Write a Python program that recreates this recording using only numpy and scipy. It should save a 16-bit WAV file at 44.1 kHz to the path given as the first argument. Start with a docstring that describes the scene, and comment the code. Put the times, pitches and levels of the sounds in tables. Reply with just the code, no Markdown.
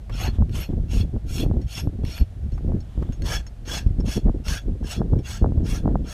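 """Outdoors, close to a phone: a farrier levels a horse's hoof with a long flat rasp, six strokes, a pause, eight more.
Rows of teeth chip the horn as coloured noise and ring the bar's decaying modes; brief sines make it squeal.
Noise bursts give the ticks of steel and dull knocks on the apron; soft swells of noise are rubbing hands and tool.
Wind is ragged low noise in gusts, with single slaps on the microphone, over a faint open-air hiss."""
import sys
import numpy as np
from scipy import signal
from scipy.fft import rfft, irfft, next_fast_len
from scipy.io import wavfile
from scipy.ndimage import uniform_filter1d

SR = 44100
rng = np.random.default_rng(int(sys.argv[2]) if len(sys.argv) > 2 else 0)


def generate_wav(signal):
    """Clip the signal to [-1, 1] and save it as 16-bit WAV at the path in sys.argv[1]."""
    frames = np.transpose(np.atleast_2d(signal))
    scaled = np.clip(frames, -1, 1) * 32767
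    pcm = np.round(scaled).astype(np.int16)
    wavfile.write(sys.argv[1], SR, pcm)


N = 270313  # length in samples
TIME = np.arange(N) / SR  # s
REGRIP_S = 2.6  # the second grip begins


def undb(db):
    """Decibels to gain."""
    return 10 ** (np.asarray(db) / 20)


def unit(x):
    """Scale to rms 1."""
    return x / np.sqrt(np.mean(x ** 2))


def white():
    """White noise as long as the scene."""
    return rng.standard_normal(N)


def colour(x, points):
    """Filter by a spectrum of (f/Hz, level/dB) points, joined along log frequency."""
    hz, db = np.transpose(points)
    size = next_fast_len(len(x) + 4096)
    bins = np.arange(size // 2 + 1) * SR / size
    gain = undb(np.interp(np.log(bins + 1), np.log(hz), db))
    return irfft(rfft(x, size) * gain, size)[:len(x)]


def part(x, hz, kind):
    """The lows or highs of x, without phase shift."""
    sos = signal.butter(4, hz, kind, fs=SR, output="sos")
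    return signal.sosfiltfilt(sos, x)


def walk(rate):
    """Smooth chance of spread 1 that changes rate times a second."""
    step = max(int(SR / rate), 2)
    values = rng.standard_normal(N // step + 1)
    return unit(uniform_filter1d(np.repeat(values, step)[:N], step))


def ring(x, hz, t60):
    """One decaying mode driven by x; white noise keeps its power."""
    pole = np.exp((2j * np.pi * hz - np.log(1000) / t60) / SR)
    return signal.lfilter([1], [1, -pole], x).real * np.sqrt(2 * (1 - abs(pole) ** 2))


def add(out, s, x):
    """Mix x into out from time s on."""
    i = max(int(s * SR), 0)
    out[i:i + len(x)] += x[:N - i]


def burst(decay_s):
    """A short crack of noise with an exponential decay."""
    t = TIME[:SR // 10]
    return rng.standard_normal(len(t)) * np.exp(-t / decay_s)


# gusts on the microphone: [peak t/s, rise/s, fall/s, rumble level/dB, small-eddy level/dB before the wind's trim]
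GUST_LIST = [(0.13, 0.045, 0.15, -26, -41.5), (0.283, 0.056, 0.073, -21.5, -33),
             (0.407, 0.024, 0.043, -17, -26), (0.57, 0.15, 0.063, -24.5, -37.5),
             (0.702, 0.015, 0.13, -26.5, -28.5), (0.819, 0.028, 0.028, -18.5, -39),
             (0.98, 0.083, 0.063, -18.5, -31), (1.02, 0.023, 0.067, -22, -33),
             (1.168, 0.044, 0.013, -24.0, -29), (1.28, 0.051, 0.12, -25, -40.5),
             (1.449, 0.083, 0.046, -25, -25.5), (1.566, 0.16, 0.061, -22.5, -28.5),
             (1.658, 0.022, 0.018, -22.5, -54.5), (1.881, 0.079, 0.02, -24.5, -31.5),
             (2.027, 0.084, 0.084, -25.5, -30.5), (2.215, 0.011, 0.02, -13.5, -28.5),
             (2.473, 0.084, 0.023, -24, -38), (2.53, 0.01, 0.042, -21.5, -39),
             (2.709, 0.14, 0.1, -23.5, -37), (2.754, 0.1, 0.036, -35.5, -25.5),
             (2.988, 0.024, 0.081, -23.5, -30), (3.097, 0.011, 0.035, -22.5, -31.0),
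             (3.221, 0.036, 0.11, -22.5, -34.5), (3.364, 0.031, 0.062, -24.5, -44),
             (3.711, 0.076, 0.21, -32.5, -39.5), (3.875, 0.034, 0.083, -19.5, -37),
             (4.009, 0.032, 0.059, -22, -27.5), (4.077, 0.034, 0.036, -22, -30),
             (4.173, 0.013, 0.024, -28, -22.5), (4.286, 0.044, 0.023, -11.5, -21.5),
             (4.374, 0.062, 0.039, -25.5, -31.5), (4.501, 0.032, 0.051, -21, -33),
             (4.685, 0.035, 0.074, -20.5, -31), (4.827, 0.022, 0.047, -24, -31.5),
             (5.005, 0.039, 0.056, -21.5, -24), (5.135, 0.049, 0.065, -17, -24),
             (5.32, 0.083, 0.15, -32.5, -47), (5.429, 0.015, 0.084, -18.5, -23.5),
             (5.585, 0.035, 0.093, -19, -26), (5.731, 0.045, 0.051, -20, -31),
             (5.887, 0.076, 0.09, -19, -22.5), (6.009, 0.048, 0.071, -24.5, -32.5)]


def gusts(shape=2.21, lull_rumble_db=-35.5, lull_eddy_db=-54):
    """Gusts rise and fall over a light breeze, their powers adding: dB of the rumble and of the small eddies."""
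    rumble, eddies = undb(lull_rumble_db) ** 2, undb(lull_eddy_db) ** 2
    for s, rise_s, fall_s, rumble_db, eddy_db in GUST_LIST:
        # shape 1 is a sharp peak, 2 a round bell
        swell = np.exp(-np.abs((TIME - s) / np.where(TIME < s, rise_s, fall_s)) ** shape)
        rumble = rumble + (undb(rumble_db) * swell) ** 2
        eddies = eddies + (undb(eddy_db) * swell) ** 2
    return 10 * np.log10(rumble), 10 * np.log10(eddies)


def turbulence(spectrum, hold_s, patchy_db, patch_rate, steady=0.99):
    """Ragged pressure swings of the given colour, of similar strength from one moment to the next."""
    x = colour(white() * undb(patchy_db * walk(patch_rate)), spectrum)
    hold = int(hold_s * SR)
    power = np.abs(uniform_filter1d(uniform_filter1d(x ** 2, hold), hold)) + 1e-18
    return unit(x / power ** (steady / 2))


# relative spectra of large, small and finest eddies: [f/Hz, level/dB]
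RUMBLE_COLOUR = [(15, -20), (30, 1.5), (50, 5.5), (80, 0), (120, -6.5), (180, -16.5), (300, -35.5),
                 (600, -71), (2400, -130)]
EDDY_COLOUR = [(60, -30.5), (130, 4.5), (220, 2.5), (350, -5), (550, -17.5), (900, -34.5), (1500, -55),
               (4000, -110)]
FLUTTER_COLOUR = [(150, 0.5), (400, 15.5), (700, 1.5), (1200, -17.5), (1800, -18.5), (2600, -54),
                  (5000, -100)]


def wind(eddy_trim_db=0.5, hard_gust_db=-23, flutter_db=-34, growth=2.4):
    """Large eddies rumble; small ones come in ragged clusters, and the finest stand out in the hardest gusts."""
    rumble_db, eddy_db = gusts()
    rumble = turbulence(RUMBLE_COLOUR, hold_s=0.027, patchy_db=3.5, patch_rate=50)
    eddies = turbulence(EDDY_COLOUR, hold_s=0.043, patchy_db=6, patch_rate=130)
    flutter = turbulence(FLUTTER_COLOUR, hold_s=0.012, patchy_db=5, patch_rate=200)
    # flutter grows 2.4 dB for each dB of gust, reaching flutter_db in a gust of hard_gust_db
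    flutter_gain = undb(flutter_db + growth * (eddy_db - hard_gust_db))
    return rumble * undb(rumble_db) + eddies * undb(eddy_db + eddy_trim_db) + flutter * flutter_gain


# relative spectrum of the open air: [f/Hz, level/dB]
AIR_COLOUR = [(120, 10), (250, -8.5), (450, 2.5), (700, 4.5), (1000, -8), (1500, -7), (2300, -11.5),
              (3400, -12.5), (5000, -17), (10000, -21.5), (15000, -30.5)]


def air(level_db=-54.5):
    """Faint, steady open-air hiss of coloured noise."""
    return unit(colour(white(), AIR_COLOUR)) * undb(level_db)


# pushes of the rasp, levels relative: [start t/s, length/s, mid-stroke level/dB, arch: drop at both ends/dB,
# lean toward the end/dB, fine dust hiss/dB, hoof body/dB]
PUSHES = [(0.127, .15, -39, 4, 6, -4, 2.5), (.532, .11, -39, 4.5, 2, 1.5, 1),
          (0.912, 0.099, -40.5, 1.5, 0, 2, -3), (1.289, 0.12, -40, 0, 5.5, 4, -6.5),
          (1.695, .11, -38, 3, 2.5, 0.5, -6), (2.062, 0.15, -41.5, 6.5, 0, -2, -1.5),
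          (3.247, 0.12, -31, 7, 6, -2.5, 2), (3.682, 0.098, -30, 0.5, 2.5, -8, -0.5),
          (4.079, 0.1, -34, 6, -1.2, 2, 0), (4.469, .111, -33.5, 2.5, -0.5, -1, -1.5),
          (4.862, 0.1, -36.5, 4.5, 0, -0.5, 0), (5.26, 0.13, -37.5, 6, -3, -3, 0),
          (5.665, .12, -38.5, 5, 0.5, 2.5, 1), (6.067, 0.11, -43, 3, 2, -1.5, 3.5)]


def arm(ragged_db=1.35, ragged_rate=55, touch_s=0.033, touch_ramp_s=.005, bite_db_per_s=593, lift_db_per_s=492):
    """Each push bites, swells in an arch and lifts off: pressure, travel 0-1, and the dust and body dB of its angle."""
    push, travel, dust, body = np.zeros((4, N))
    for start, length, db, arch_db, lean_db, dust_db, body_db in PUSHES:
        on = (TIME > start - .08) & (TIME < start + length + .1)
        t = TIME[on] - start
        travel[on] = np.clip(t / length, 0, 1)
        along = 2 * travel[on] - 1  # -1 at the start of the push, 1 at its end
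        edges = bite_db_per_s * np.maximum(-t, 0) + lift_db_per_s * np.maximum(t - length, 0)
        # steel first meets horn touch_s before the cut starts
        touching = np.clip((t + touch_s) / touch_ramp_s, 0, 1)
        push[on] = touching * undb(db + lean_db * along - arch_db * along ** 2 - edges)
        dust[on], body[on] = dust_db, body_db
    return push * undb(ragged_db * walk(ragged_rate)), travel, dust, body


def teeth(speed, row_hz=1050, uneven=.09, chip_db=0.5, row_share=0.21, chatter_db=0.6):
    """Rows of teeth pass faster with the arm's speed; each row breaks off chips of random size."""
    phase = np.cumsum(row_hz * speed * (1 + uneven * walk(300))) / SR  # in rows passed
    rows = np.diff(np.floor(phase), prepend=0) * undb(chip_db * walk(1500))
    chips = white() * undb(chip_db * walk(2500)) * np.exp(-(phase % 1) / 0.77)
    grind = row_share * unit(rows - rows.mean()) + unit(chips)
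    return grind * undb(chatter_db * walk(170))


def slide(force, travel, start_s=.0022, end_s=0.0012, echo=0.28):
    """Each bite returns from the end of the bar, sooner as the stroke goes on, so the colour sweeps upward."""
    lag = start_s + (end_s - start_s) * travel
    source = np.maximum(np.arange(N) - (lag * SR).astype(int), 0)
    return force + echo * force[source]


def shifting(force, size=1024, spread_db=2.4):
    """The contact patch keeps changing, so narrow bands of the scrape swell and sink on their own."""
    cells = signal.stft(force, nperseg=size)[2]
    drift = rng.standard_normal(cells.shape)
    for axis in (0, 1):  # smooth over frequency, then time
        drift = uniform_filter1d(drift, size=6, axis=axis)
    return signal.istft(cells * undb(spread_db * unit(drift)), nperseg=size)[1][:N]


# bending modes of the steel bar: [f/Hz, t60/s, relative level/dB in the first grip, the same in the second grip]
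BAR_MODES = [(1390, 0.033, -8, -9.5), (1624, .02, -24, -2), (2204, 0.048, -24, -15),
             (2735, 0.042, -4.5, -6.5), (3375, 0.035, 0.5, -1), (4325, 0.031, 1, -3.5),
             (5385, 0.038, -2, -1), (5497, 0.041, -2, -5), (6490, 0.028, -3, -1), (7800, 0.023, -13, -10),
             (9100, .02, -15, -13), (11700, .08, -9.5, -19), (12200, .06, -25, -23), (12530, .05, -15, -24),
             (13880, .05, -15, -31)]


def bar(force, wander_db=7.5):
    """The steel rings; each mode is driven more or less as the contact slides through its nodes."""
    out = 0
    for hz, t60, first_db, second_db in BAR_MODES:
        db = np.where(TIME < REGRIP_S, first_db, second_db) + wander_db * np.clip(walk(45), -2, 1)
        out = out + ring(force * undb(db), hz, t60)
    return out


# relative spectra of the horn's crunch in each grip: [f/Hz, level/dB]
CRUNCH_FIRST = [(300, -5.5), (750, 6), (1050, -3), (1900, -2.5), (2800, 9), (3750, -1), (5000, -1.5),
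                (6700, -2.5), (7400, -13.5), (10000, -14.5), (13000, -22), (15500, -49)]
CRUNCH_SECOND = [(300, -2), (700, 3.5), (1060, -2), (1450, -3), (2000, -5), (3000, 1.5), (3900, -6.5),
                 (5900, -1.5), (6700, -5), (7400, -17), (10000, -20), (13000, -27.5), (15500, -30.5)]


def rasp(horn_db=-4, bar_db=-14, dust_db=6, dust_per_speed_db=6, edge_per_speed_db=8):
    """Each push cuts the horn, faster in mid stroke, and shakes the bar."""
    push, travel, dust, body = arm()
    speed = .6 + .4 * np.sin(np.pi * travel)
    first_grip = TIME < REGRIP_S
    force = unit(shifting(slide(teeth(speed), travel)))
    # faster teeth bite more sharply
    edge = part(force, 4800, "high")
    force = force + edge * (undb(edge_per_speed_db * (speed - 1)) - 1)
    first, second = unit(colour(force, CRUNCH_FIRST)), unit(colour(force, CRUNCH_SECOND))
    horn = np.where(first_grip, first, second)
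    # fine dust hisses most at full speed
    fine, low = part(horn, 7300, "high"), part(horn, 2300, "low")
    fine_gain = undb(dust + dust_db + dust_per_speed_db * (speed - 0.5))
    # along each push the hoof's body comes up in the first grip and sinks a little in the second
    low_gain = undb(body + np.where(first_grip, 7.5, -2) * travel)
    horn = horn - fine - low + fine * fine_gain + low * low_gain
    return undb(horn_db) * push * horn + undb(bar_db) * bar(force * push)


# dull knocks of hand and tool on the leather apron: [t/s, level/dB before colouring]
KNOCK_LIST = [(0.096, -33), (2.578, -40), (3.024, -36.5)]


def knocks(decay_s=0.007):
    """Short, damped bumps: noise bursts weighted to the lows."""
    out = np.zeros(N)
    for s, db in KNOCK_LIST:
        add(out, s, undb(db) * burst(decay_s))
    return colour(out, [(200, 10), (900, 14), (2200, 2.5), (3500, -11.5), (6000, -16), (14000, -26)])


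# the bar sings briefly in one mode: [peak t/s, f/Hz, level/dB before roughening, half length/s]
SQUEAL_LIST = [(.205, 2150, -43, 0.015), (0.23, 11470, -45, 0.017), (.235, 12530, -47, .014),
               (.215, 13880, -60, 0.016), (.6, 13880, -60, .016), (0.616, 11420, -39, .014),
               (0.619, 12530, -53, .018), (0.645, 11920, -57, 0.032), (0.957, 2700, -49, 0.011),
               (.96, 11490, -64, .02), (1.013, 3400, -39.5, 0.009), (1.376, 13880, -48, 0.022),
               (1.405, 11820, -40, 0.0091), (1.399, 4250, -38, .02), (1.419, 3410, -39, 0.016),
               (1.426, 11920, -53, .02), (1.787, 13880, -57, .016), (1.807, 11600, -48, .02),
               (1.849, 11500, -63, 0.027), (2.187, 11450, -46.5, 0.022)]


def squeals(rough_db=2.5):
    """Friction locks onto one mode for a moment: a sine under a bell, with a rough level."""
    out = np.zeros(N)
    for s, hz, db, half_s in SQUEAL_LIST:
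        near = np.abs(TIME - s) < 4 * half_s
        t = TIME[near] - s
        out[near] += undb(db) * np.exp(-(t / half_s) ** 2) * np.sin(2 * np.pi * hz * t)
    return out * undb(rough_db * walk(140))


# soft rubbing while the rasp is drawn back or gripped anew: [peak t/s, half length/s, level/dB]
RUB_LIST = [(0.351, 0.026, -51.5), (.71, 0.021, -59), (2.89, 0.088, -66), (3.05, 0.14, -59.5)]
# relative spectrum of the rubbing: [f/Hz, level/dB]
RUB_COLOUR = [(1000, -2), (2400, -11), (3400, -4), (4600, -19), (7000, -17.5), (14000, -31)]


def rubs():
    """Light sliding contact that swells and fades without cutting."""
    swell = sum(undb(db) * np.exp(-((TIME - s) / half_s) ** 2) for s, half_s, db in RUB_LIST)
    return swell * unit(colour(white(), RUB_COLOUR))


# single eddies that slap the microphone, levels before low-pass: [t/s, swing level/dB, sharp front level/dB]
BUFFET_LIST = [(0.386, -9, -34), (0.407, -11, -38), (.423, -10, -27), (0.692, -12, -42), (0.733, -12, -39),
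               (0.768, -12, -59), (0.821, -17, -63), (0.972, -13, -35), (1.164, -10.5, -32),
               (1.308, -14, -57), (1.462, -11, -29), (1.513, -8, -23), (1.569, -11.5, -32),
               (1.873, -6.5, -30), (2.036, -11.5, -36), (2.213, -8, -39), (2.678, -9, -46),
               (2.72, -17, -30.5), (2.977, -11, -39), (3.09, -29, -36), (3.864, -6, -61), (3.986, -8, -51),
               (4.01, -20.5, -34), (4.166, -13, -29), (4.272, -18, -29), (4.295, -17, -21.5),
               (4.656, -30, -52), (4.829, -23, -36), (5.004, -12.5, -37), (5.017, -15, -18),
               (5.134, -6, -24), (5.424, -5.5, -27), (5.444, -31, -14.5), (5.461, -18, -18.5),
               (5.521, -9.5, -27.5), (5.576, -7.5, -41), (5.857, -27, -20.5), (5.878, -7, -15.5),
               (5.923, -38, -53), (5.956, -8.5, -13.5)]


def buffets(width_s=0.0018, front_hz=650, front_s=0.00095):
    """An eddy crosses the port: one swing of pressure, with a sharp flick at its front."""
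    out, t = np.zeros(N), TIME[:SR // 20]
    for s, swing_db, sharp_db in BUFFET_LIST:
        size, pitch, side = rng.standard_normal(3)  # each eddy varies; side sets its polarity
        u = t / (width_s * np.exp(size / 8))
        swing = u ** 2 * (3 - u) * np.exp(-u)
        flick_hz = front_hz * np.exp(pitch / 8)
        front = 2 * np.sin(2 * np.pi * flick_hz * t) * np.exp(-t / front_s)
        add(out, s, np.sign(side) * (undb(swing_db) * swing - undb(sharp_db) * front))
    return part(out, 1610, "low")


# the bar is set down, or a tooth catches: [t/s, level/dB before colouring, relative ring level/dB, contact decay/s]
TICK_LIST = [(0.494, -39.5, -11, 0.0033), (.856, -59, 3.5, .003), (1.382, -25.5, -5, 0.004),
             (1.614, -47, -3, 0.017), (1.777, -29, -2.5, 0.0089), (2.05, -30.5, -11, .004),
             (2.179, -27, -4, 0.0046), (2.435, -68, 4, 0.014), (2.517, -55, 2, 0.032),
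             (2.804, -53, 8.5, 0.0057), (3.123, -44.5, 2, 0.016), (3.221, -29.5, 0, 0.0021),
             (3.466, -41, 1, 0.0089), (3.866, -45, -1, 0.0064), (4.003, -42, 5.5, 0.0046),
             (4.483, -22.5, 5, 0.0024), (5.188, -44.5, -3, 0.01)]


def ticks(ring_db=-10):
    """Steel meets horn: a crack, then the bar's ring."""
    cracks, blows = np.zeros(N), np.zeros(N)
    for s, db, steel_db, decay_s in TICK_LIST:
        crack = undb(db) * burst(decay_s)
        add(cracks, s, crack)
        add(blows, s, crack * undb(steel_db))
    steel = colour(bar(blows), [(2000, -16), (5400, -2), (6600, -3), (9000, -23)])
    contact = colour(cracks, [(500, -4), (3000, 1), (6500, -25), (9000, -11), (15000, -23.5)])
    return contact + undb(ring_db) * steel


def scene():
    """Rasp and handling in front, wind on the single microphone."""
    outdoors = wind() + air() + buffets()
    work = rasp() + knocks() + squeals() + rubs() + ticks()
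    return (outdoors + work)[None]


def record(dry, top_hz=15200):
    """The phone cuts the top with a steep low-pass."""
    return signal.sosfilt(signal.ellip(10, .2, 80, top_hz, fs=SR, output="sos"), dry)


dry = scene()
out = record(dry)
generate_wav(out)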